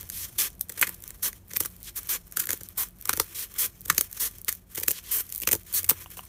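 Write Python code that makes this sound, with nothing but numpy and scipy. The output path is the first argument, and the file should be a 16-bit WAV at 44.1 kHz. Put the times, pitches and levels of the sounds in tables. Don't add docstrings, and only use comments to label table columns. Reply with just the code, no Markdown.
import sys
import numpy as np
from scipy import signal
from scipy.fft import rfft, irfft
from scipy.io import wavfile

SR = 44100
rng = np.random.default_rng(int(sys.argv[2]) if len(sys.argv) > 2 else 0)


def store_wav(level_fs):
    pcm = np.round(np.clip(np.atleast_2d(level_fs), -1, 1) * 32767)
    wavfile.write(sys.argv[1], SR, pcm.T.astype(np.int16))


N = 277212

# (peak_s, level_db, flap_db, bending_db, rise_ms, fall_ms)
FRACTURES = [(0.03, -27.5, -16, -20, 0.65, 0.58), (0.1005, -23, -13, -34, 1.2, 0.44),
             (0.6106, -12.5, -36, -56, 0.55, 1.5), (0.695, -24.5, -13, -17, 1, 3.8),
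             (0.6992, -31, -4, -8.5, 1.4, 1.1), (0.7222, -27, -12.5, -17, 2.2, 2.2),
             (0.776, -27, -6.5, -13.5, 0.56, 6.8), (0.796, -18, -48, -42, 1.2, 0.59),
             (0.814, -14, -25, -14, 2, 9.7), (0.823, -19, -5, -22, 1.8, 3),
             (0.827, -12, 7, -17.5, 0.47, 3.6), (0.841, -36, 2, -26, 2.7, 10),
             (0.871, -24, -3, -24, 1, 1.5), (0.8752, -22.5, -4, -12, 2.8, 1.7),
             (0.893, -16.5, -14, -28, 0.74, 0.49), (0.944, -33.5, -21, -36, 1, 3.6),
             (1.0394, -27.5, -11, -27.5, 1.6, 0.5), (1.106, -23.5, -12.5, -25, 0.93, 0.47),
             (1.33, -28.5, -6, -39, 1.5, 1.3), (1.5113, -32.5, -5, -1.5, 7.1, 4.4),
             (1.5352, -23.5, -9, -15.5, .56, 1.2), (1.566, -17, -3.5, -11.5, 6.4, 1.8),
             (1.6052, -9.5, -18.5, -10, 2.2, 3.7), (1.627, -27, -24, -20, 2.7, 1),
             (1.6497, -24.5, -9, -9, 1.4, 5.1), (1.6585, -15.5, -16, -46, 0.55, 1.5),
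             (2.324, -26, -18.5, -40, 1.1, 0.47), (2.367, -24, -20, -15, 2.7, 2),
             (2.3706, -12, -10.5, -24, 0.73, 3.9), (2.4, -12.5, -17.5, -29, 6.6, 5.9),
             (2.419, -25.5, -14, -14, 5.6, 11), (2.4372, -29.5, -3, -13, 3.3, 7.2),
             (2.4713, -16, -16, -32, 0.73, 0.35), (2.491, -17.5, -4, -13, 1, 4.9),
             (2.506, -8.5, -14, -29, 0.61, 0.6), (2.516, -21, -27, -41, 1.5, 0.58),
             (2.5276, -26, -9, -9, 0.95, 1.1), (2.532, -11, -16.5, -18, 2, 0.51),
             (2.61, -33, -9, 5.5, 3, 5.4), (3.0248, -31.5, -19, -42, 1.6, 0.8),
             (3.056, -22, -15.5, -20, 2.4, 1.7), (3.094, -3.5, -5.5, -25.5, 0.88, 1.44),
             (3.1313, -16.5, -8, -11, 1.1, 1.7), (3.135, -17.5, -4, -14, 2, 1.5),
             (3.174, -20, -12, -6, 1, 3), (3.1992, -3, -11, -19, 0.6, 1.96),
             (3.218, -23, -13, -20, 0.73, 1.1), (3.8591, -24.5, -15.5, -9, 5.7, 1),
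             (3.8825, -27, -30, -8, 0.87, 1.2), (3.9001, -3, -2.5, -26, 0.47, 3),
             (3.926, -30.5, -15, 2, 4.5, 3.5), (3.9482, -22, -15, -21, 1.1, .58),
             (3.981, -4.5, -9.5, -22.5, 1.4, 1.4), (3.9913, -19, -34, -32, 0.91, .8),
             (4.0102, -6, -17.5, -29.5, 0.69, 1.3), (4.129, -23.5, -15.5, -41, 0.92, .5),
             (4.385, -29, -29, -20, 1.2, 0.72), (4.416, -30, -44, -34, 0.4, 0.57),
             (4.4819, -16.5, -5, -15.5, 0.37, 8.2), (4.4916, -15.5, -12, -40, 5.9, 3.6),
             (4.519, -26, -19, -38, 0.55, 0.5), (4.5269, -18.5, -18.5, -45, 0.78, 0.48),
             (4.749, -25, -16, -23, 0.8, 4.3), (4.758, -25.5, -16.5, -28, 2.5, .6),
             (4.7771, -18, -6.5, -3, 2.7, 2.6), (4.8, -24, -37, -39, 1.3, .58),
             (4.813, -30.5, -19, 0, 2.9, 1.5), (4.8352, -16, -12.5, -13, 5.5, 1.8),
             (4.8831, 0.5, -21, -29, 1.6, 0.7), (4.901, -27, -31, -1, 3.1, 11),
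             (4.9082, -17.5, -13, -17, 0.84, 4), (4.915, -13.5, -43, -26, 2, 1.4),
             (4.988, -30, -3, -39, 1.6, 1.6), (5.2933, -31, -21, -28, 1.4, 2.1),
             (5.325, -22.5, -18, -31, 0.9, .5), (5.359, -30, -32, -38, 1, .5),
             (5.3797, -24.5, -42, -46, 1.5, .5), (5.419, -25, -13, -9, 1.4, 8.1),
             (5.4337, -21.5, -3.5, -11, 1.7, 2.7), (5.4744, -5.5, -7.5, -16, 1.27, 2.2),
             (5.49, -8, -9, -25, 2, 0.16), (5.514, -11, -16, -18, 0.61, 2.5),
             (5.5193, -8.5, -22, -22, 1.6, 0.78), (5.5285, -10, -20, -27, 0.53, .5),
             (5.531, -6, -19, -14, 1.2, 2.2), (5.543, -21, -10, -10, 1.9, 0.91),
             (5.552, -18.5, -19, -6, 1.4, 1.8), (5.832, -20, -27, -24.5, 1, 0.58),
             (5.8443, -17.5, -18, -33, 0.89, 3), (5.8916, -5, -30, -19.5, 0.74, 5.4),
             (5.8979, -13, -8, -31, 2.2, 6.3), (5.9078, -7, -21, -23, 0.93, 0.69),
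             (5.912, -17, -4.5, -6.5, 1.4, 1.4), (6.171, -34.5, -11, -6, 0.99, 11)]
# (time_s, pitch_hz)
BLADE_PITCH = [(0, 5870), (.82, 8100), (1.6, 5500), (2.5, 7000), (3.09, 5750), (3.2, 5900), (3.9, 6140),
               (4.01, 6500), (4.88, 6740), (5.475, 7140), (5.49, 5550), (5.53, 7100), (5.55, 6030),
               (5.9, 8400)]
# (frequency_hz, level_db)
CRACK_SPECTRUM = [(1180, -34), (2000, -5), (2870, -6.5), (3600, -5.5), (4200, -6), (5530, -5), (6240, -2),
                  (7610, -3.5), (9280, -1), (10500, -3), (12800, 1.5), (15700, -1)]


def snaps():
    size, lead = 4096, 1024
    ms = (np.arange(size) - lead) * 1000 / SR
    before_ms, after_ms = np.minimum(ms, 0), np.maximum(ms, 0)
    straining = 0.11 * np.exp(before_ms / 2.14) * (ms < 0)
    settling = 0.13 * np.exp(-after_ms / 2.0)
    crack, flap = np.zeros((2, N + size + lead))
    forces = np.zeros((len(STRIP_MODES), N + size + lead))
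    for s, db, flap_db, bending_db, rise_ms, fall_ms in FRACTURES:
        at = slice(round(s * SR), round(s * SR) + size)
        rise = np.exp(1.4 * before_ms / np.clip(rise_ms, .2, 5))
        fall = np.exp(-after_ms / np.clip(fall_ms, .2, 10))
        burst = grains(size, per_s=16000, spread_db=5.5) * (rise + straining)
        blow = (ms == 0) / max(fall_ms, 1.2)
        tilt_db = -1.5 - 0.2661 * flap_db
        tear = tilted(burst * (fall + settling) + 4.1 * blow, tilt_db)
        blade_ring = resonance(tear, curve(s, BLADE_PITCH), width_hz=550)
        crack[at] += amp(db - 3) * (tear + amp(-6) * blade_ring)
        flap[at] += amp(db + flap_db) * flap_ring(burst * (fall + 0.8 * settling) + 16 * blow, s)
        forces[:, at] += amp(db + bending_db) * bending_forces(rise * fall, ms, s)
    flap = highpass(flap, hz=850, order=4)
    return (coloured(crack, CRACK_SPECTRUM) + flap + strip_bending(forces))[lead:lead + N]


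# (time_s, pitch_hz)
FLAP_PITCH = [(0, 1720), (.83, 1890), (.9, 1790), (1.57, 2030), (1.6, 1180), (1.66, 1220), (2.37, 1490),
              (2.5, 1730), (2.9, 1800), (3.09, 1060), (3.13, 1320), (3.2, 1120), (3.85, 1650), (4.0, 1800),
              (4.5, 1830), (4.85, 2120), (4.89, 2900), (5.43, 2860), (5.476, 2530), (5.49, 2000),
              (5.515, 2700), (5.532, 4000), (5.545, 980), (5.85, 2520), (5.9, 2650), (5.912, 1060),
              (6.29, 1490)]
FLAP_RATIOS = [2.4, 1.3, 1.9]


def flap_ring(burst, s):
    pitch_hz = curve(s, FLAP_PITCH)
    ring = resonance(burst, pitch_hz, width_hz=520)
    ring -= 0.26 * resonance(burst, max(0.36 * pitch_hz, 1050), width_hz=250)
    ring -= 0.66 * resonance(burst, 1.27 * pitch_hz, width_hz=800)
    for hz in pitch_hz * np.array(FLAP_RATIOS) * rng.uniform(0.85, 1.243, len(FLAP_RATIOS)):
        ring += 0.056 * resonance(burst, hz, width_hz=320)
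    return ring / np.max(np.abs(ring))


# (pitch_hz, width_hz, level_db)
STRIP_MODES = [(82, 19, 5), (156, 57, -4), (250, 97, -6.5), (340, 57, -2.5), (443, 51, 0), (546, 61, 0.5),
               (907, 57, 0)]


def strip_bending(forces):
    return sum(amp(db + 40.5) * resonance(forces[k], hz, width_hz) * (-1) ** k
               for k, (hz, width_hz, db) in enumerate(STRIP_MODES))


# (time_s, pitch_hz)
GRIP_PITCH = [(0, 452), (.82, 460), (.88, 340), (1.57, 300), (1.61, 455), (2.37, 300), (2.5, 340),
              (2.61, 205), (3.09, 250), (3.14, 220), (3.18, 436), (3.22, 444), (3.86, 173), (3.93, 170),
              (3.98, 298), (4.48, 203), (4.78, 570), (4.84, 543), (4.883, 347), (4.9, 530), (5.42, 260),
              (5.475, 420), (5.514, 330), (5.533, 450), (5.56, 398), (5.89, 470), (5.91, 338), (6.29, 500)]


def bending_forces(envelope, ms, s):
    octaves_away = np.abs(np.log2(np.array(STRIP_MODES)[:, :1] / curve(s, GRIP_PITCH)))
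    grip_db = -4 * octaves_away + 1.8 * rng.standard_normal((len(STRIP_MODES), 1))
    jerk = np.interp(ms - 0.8, ms, np.diff(envelope, prepend=0))
    return amp(grip_db) * jerk


# (start_s, level_db)
BRIGHT_TICKS = [(0.01, -17.5), (0.041, -34), (0.091, -20), (0.552, -34), (0.575, -50), (0.595, -25),
                (0.686, -29), (0.741, -27), (0.929, -36), (1.004, -31), (1.023, -22), (1.078, -17),
                (1.09, -30), (1.1603, -40), (1.497, -34), (1.57, -3), (1.598, -24), (1.6358, -16),
                (1.664, -22), (1.688, -35), (1.724, -34), (1.765, -28), (1.845, -24), (2.0316, -21),
                (2.072, -21), (2.27, -34), (2.279, -33), (2.313, -27), (2.456, -12), (2.6338, -29),
                (2.8863, -24), (2.9607, -45), (2.9767, -54), (3.012, -22), (3.075, -15), (3.1085, -17),
                (3.1574, -21), (3.1672, -14), (3.5403, -21), (3.808, -25), (4.1136, -23), (4.3121, -26),
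                (4.4882, -23), (4.551, -20), (4.864, -22), (4.8763, -19), (4.8934, -18), (5.039, -29),
                (5.063, -25), (5.243, -40), (5.3012, -21), (5.349, -12), (5.342, -22), (5.386, -21),
                (5.4013, -16), (5.411, -17), (5.427, -14), (5.453, -23), (5.481, -9), (5.561, -19),
                (5.633, -29), (5.728, -14), (5.88, -24), (5.8965, 8.5), (5.903, -10), (5.9696, -32),
                (6.06, -37), (6.1035, -25), (6.192, -28)]


def ticks():
    out, ms = np.zeros(N + 512), np.arange(512) * 1000 / SR
    decay = np.exp(-ms / 0.97)
    for s, db in BRIGHT_TICKS:
        out[round(s * SR):][:len(ms)] += amp(db - 9) * rng.standard_normal(len(ms)) * decay
    return coloured(tilted(out, db_per_octave=7.5), CRACK_SPECTRUM)[:N]


# (start_s, level_db, pitch_hz)
HAND_PUSHES = [(3.1, -46, 89), (3.202, -52, 86), (3.902, -35.5, 164), (5.485, -34, 69), (5.53, -37, 105),
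               (5.911, -38, 135)]


def heaves():
    attack_s, t60_s = 0.0059, 0.13
    out, t = np.zeros(N + SR), np.arange(SR // 4) / SR
    for s, db, hz in HAND_PUSHES:
        envelope = amp(db - 60 * t / t60_s) * np.minimum(t / attack_s, 1)
        out[round(s * SR):][:len(t)] += envelope * np.sin(2 * np.pi * hz * t)
    return out[:N]


# (start_s, end_s, first_db, last_db, board_db, tilt_db_per_octave, note_hz, note_db)
BLADE_STROKES = [(0.12, 0.252, -38.5, -33, -24.5, -1, 2330, -54),
                 (0.386, 0.473, -19.5, -31.5, -20, -2, 3650, -27),
                 (1.23, 1.284, -23.5, -28, -17, 0.5, 2340, -25),
                 (1.837, 1.893, -49, -36.5, -22.5, -4, 2320, -50),
                 (1.96, 1.989, -32, -32, -20, 2, 1300, -45),
                 (2.092, 2.162, -24.5, -30.5, -17, -1, 2530, -37),
                 (2.778, 2.835, -24, -29.5, -21.5, 1.5, 1040, -22),
                 (3.349, 3.445, -34, -33, -21, -2, 1960, -41),
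                 (3.586, 3.659, -23.5, -25, -21, 0.5, 3530, -30),
                 (4.201, 4.277, -23, -31.5, -19, -0.5, 2300, -23.5),
                 (4.923, 4.984, -48, -39, -21, -7, 2150, -33),
                 (5.042, 5.107, -48.5, -42, -17, -6, 3000, -28),
                 (5.115, 5.208, -24.5, -27, -21, 2, 3200, -25),
                 (5.665, 5.74, -46.5, -47, -14, -1, 2000, -30),
                 (5.739, 5.794, -24, -25, -24.5, 3, 4600, -17)]


def slides():
    catch_s, release_s, arch_db = 0.0026, 0.0074, 1
    fibres = grains(N, per_s=24000, spread_db=2) * amp(0.69 * drift(rate_hz=130))
    edge, board, note = np.zeros((3, N))
    for start, end, first_db, last_db, board_db, tilt_db, note_hz, note_db in BLADE_STROKES:
        at = np.arange(round((start - .03) * SR), min(round((end + .06) * SR), N))
        t = at / SR
        progress = (t - start) / (end - start)
        travel = np.clip(progress, 0, 1)
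        pressure = amp(first_db + (last_db - first_db) * travel + arch_db * np.sin(np.pi * travel))
        pressure *= np.exp(np.minimum(t - start, 0) / catch_s + np.minimum(end - t, 0) / release_s)
        friction = fibres[at] * pressure
        edge[at] += tilted(friction, tilt_db)
        board[at] += friction * amp(board_db + 7.4 * (progress - .5))
        note[at] += amp(note_db) * pressure * rms_one(resonance(fibres[at], note_hz, width_hz=260))
    return rubbing(edge, board) + note


# (frequency_hz, level_db)
EDGE_SPECTRUM = [(1180, -47), (2000, -14.5), (2340, -21), (2680, -17), (3410, -14), (4130, -8.5),
                 (6300, -11), (7740, -7.5), (9770, -3.5), (10400, -7), (12700, -2), (14500, -4),
                 (15700, -0.5)]
# (frequency_hz, level_db)
BOARD_SPECTRUM = [(150, -30), (250, -5.5), (468, 1), (710, -13.5), (1180, 0.5), (2270, -3.5), (2670, -4.5),
                  (3440, -8.5), (4000, -10), (5200, -12), (8800, -120)]
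# (pitch_hz, width_hz, level_db)
CONTACT_MODES = [(1002, 150, -5.5), (1740, 270, -10.5), (2300, 280, -6), (3220, 370, -5), (5250, 130, -7),
                 (6130, 1050, 1), (7000, 230, -7), (8930, 980, -12.5), (11200, 950, -5.5), (12400, 520, -4),
                 (13900, 510, -7), (14300, 290, -4.5)]


def rubbing(edge, board):
    sound = coloured(edge, EDGE_SPECTRUM) + coloured(board, BOARD_SPECTRUM)
    return sound + sum(amp(db + 4.5 * drift(rate_hz=18)) * resonance(sound, hz, width_hz)
                       for hz, width_hz, db in CONTACT_MODES)


# (time_s, level_db)
FINGER_RUSTLE = [(0, -51.5), (.3, -50), (.57, -68), (.95, -59), (1.2, -58), (1.38, -60), (1.43, -73),
                 (1.491, -66), (1.75, -56), (2.249, -65), (2.65, -58.5), (2.87, -49.5), (2.93, -82),
                 (2.99, -61.5), (3.3, -47), (3.5, -57.5), (3.75, -63.5), (3.81, -59.5), (4.1, -61.5),
                 (4.4, -59.5), (4.64, -67), (4.95, -52.5), (5.27, -55.5), (5.64, -61.5), (5.95, -50.5),
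                 (6.02, -49), (6.05, -52.5), (6.085, -54), (6.11, -41.5), (6.16, -54.5), (6.22, -69),
                 (6.28, -53)]
# (peak_s, level_db, board_db)
FLUTE_SQUEEZES = [(0.71, -61, -10), (0.821, -32, -11), (0.877, -52, -6), (1.063, -53.5, -6),
                  (1.556, -42, -15), (1.633, -48, -16), (2.048, -44, -13), (2.4, -40, -7.5),
                  (2.516, -39.5, -13), (3.1, -39.5, -7.5), (3.215, -61, -7), (3.567, -46.5, -9),
                  (3.908, -46, -13), (3.987, -34.5, -15), (4.175, -41, -14.5), (4.511, -43, -19),
                  (4.782, -36.5, -15.5), (4.897, -49, -7), (5.35, -42.5, -20), (5.523, -40, -13),
                  (5.83, -65, -29), (5.911, -56, 6.5), (6.187, -49, -13)]


def rustle():
    level = amp(curve(np.arange(N) / SR, FINGER_RUSTLE))
    for _, end, _, last_db, *_ in BLADE_STROKES:
        level += swell(end, last_db - 28, fall_db_per_s=145.5)
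    board = level * amp(-14)
    for s, db, board_db in FLUTE_SQUEEZES:
        squeeze = swell(s, db, fall_db_per_s=266)
        level += squeeze
        board += squeeze * amp(board_db)
    fibres = grains(N, per_s=6000, spread_db=2.5) * amp(3.15 * drift(rate_hz=26))
    lone_fibres = grains(N, per_s=43, spread_db=8.5)
    click = rng.standard_normal(40) * np.exp(-np.arange(40) / 27)
    clicks = rms_one(np.convolve(lone_fibres, click)[:N])
    crackle = amp(-2.5) * tilted(clicks, db_per_octave=5.7)
    return rubbing((fibres + crackle) * level, fibres * board)


# (start_s, level_db)
TABLE_TAPS = [(6.06, -38), (6.172, -42), (6.192, -31.5)]
# (pitch_hz, level_db, t60_s)
HANDLE_MODES = [(770, -11, 0.039), (1010, 7, 0.011), (2830, 6, 0.01)]


def knocks():
    out, t = np.zeros(N + SR), np.arange(SR // 10) / SR
    ring = sum(amp(db - 60 * t / t60_s) * np.sin(2 * np.pi * hz * t) for hz, db, t60_s in HANDLE_MODES)
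    ring *= np.minimum(t / 0.00083, 1)
    for s, db in TABLE_TAPS:
        out[round(s * SR):][:len(t)] += amp(db) * ring
    return out[:N]


def echoes(x):
    level_db, t60_s = -15, 0.11
    t = np.arange(SR // 4) / SR
    tail = rng.standard_normal(len(t)) * amp(-60 * t / t60_s) * np.minimum(t / 0.00037, 1)
    return amp(level_db) * signal.oaconvolve(x, tail / np.sqrt(np.sum(tail ** 2)))[:N]


# (pitch_hz, width_hz, level_db)
HUM_TONES = [(49.3, 4.5, -54.5), (88.2, 1.7, -59.5), (178.6, 7.1, -64), (337.4, 7.4, -72)]
# (frequency_hz, level_db)
ROOM_SPECTRUM = [(15, -63), (25, 2), (107, -8.5), (152, -12.5), (205, -22.5), (283, -23), (472, -45.5),
                 (688, -26.5), (901, -82), (4300, -52), (10500, -49.5), (11700, -52.5), (15700, -62)]
# (time_s, gain_db)
ROOM_SWELL = [(0, 4), (.5, 3.5), (1.5, 1), (2.499, 1), (3.2, 1), (4.499, 0), (5.6, -1), (5.9, 1.5),
              (6.05, 0), (6.28, 0.5)]


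def room():
    white = rng.standard_normal(N + SR)
    hum = sum(amp(db) * rms_one(resonance(white, hz, width_hz)) for hz, width_hz, db in HUM_TONES)
    noise = amp(-54.5) * coloured(rng.standard_normal(N + SR), ROOM_SPECTRUM) + hum
    return noise[SR:] * amp(curve(np.arange(N) / SR, ROOM_SWELL))


def grains(count, per_s, spread_db):
    chance, size, sign = rng.random((3, count))
    size_db = -spread_db * np.log(1 - .995 * size)
    return rms_one((chance < per_s / SR) * amp(size_db) * np.sign(sign - .5))


def drift(rate_hz):
    pole = np.exp(-2 * np.pi * rate_hz / SR)
    return rms_one(signal.lfilter([1], [1, -2 * pole, pole * pole], rng.standard_normal(N + SR))[SR:])


def swell(s, db, fall_db_per_s, rise_db_per_s=394.5):
    t = np.arange(N) / SR - s
    return amp(db + np.minimum(rise_db_per_s * t, -fall_db_per_s * t))


def resonance(x, hz, width_hz):
    radius = np.exp(-np.pi * width_hz / SR)
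    feedback = [1, -2 * radius * np.cos(2 * np.pi * hz / SR), radius ** 2]
    return signal.lfilter(np.array([1, 0, -1]) * (1 - radius ** 2) / 2, feedback, x)


def coloured(x, spectrum):
    hz, db = np.transpose(spectrum)
    grid_hz = np.maximum(np.arange(4097) * SR / 8192, 1)
    gain = amp(np.interp(np.log(grid_hz), np.log(hz), db))
    cepstrum = irfft(np.log(gain))
    cepstrum[1:4096] *= 2
    response = irfft(np.exp(rfft(cepstrum[:4097], 8192)))
    return signal.oaconvolve(x, response / np.sqrt(np.sum(response ** 2)))[:len(x)]


def tilted(x, db_per_octave):
    hz = np.maximum(np.arange(len(x) // 2 + 1) * SR / len(x), 3000)
    return irfft(rfft(x) * amp(db_per_octave * np.log2(hz / 9000)), len(x))


def highpass(x, hz, order):
    return signal.sosfilt(signal.butter(order, hz, "high", fs=SR, output="sos"), x)


def curve(s, points):
    return np.interp(s, *np.transpose(points))


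def amp(db):
    return 10 ** (np.asarray(db) / 20)


def rms_one(x):
    return x / np.sqrt(np.mean(x ** 2) + 1e-20)


def scene():
    direct = slides() + rustle() + snaps() + ticks() + knocks() + heaves()
    return np.tile(direct + echoes(direct) + room(), (2, 1))


def record(dry):
    bass_cut_hz, treble_stop_hz, ceiling = 54.4, 15980, .9
    rounded = ceiling * np.tanh(highpass(dry, bass_cut_hz, order=2) / ceiling)
    return signal.sosfilt(signal.cheby2(20, 70, treble_stop_hz, fs=SR, output="sos"), rounded)


dry = scene()
out = record(dry)
store_wav(out)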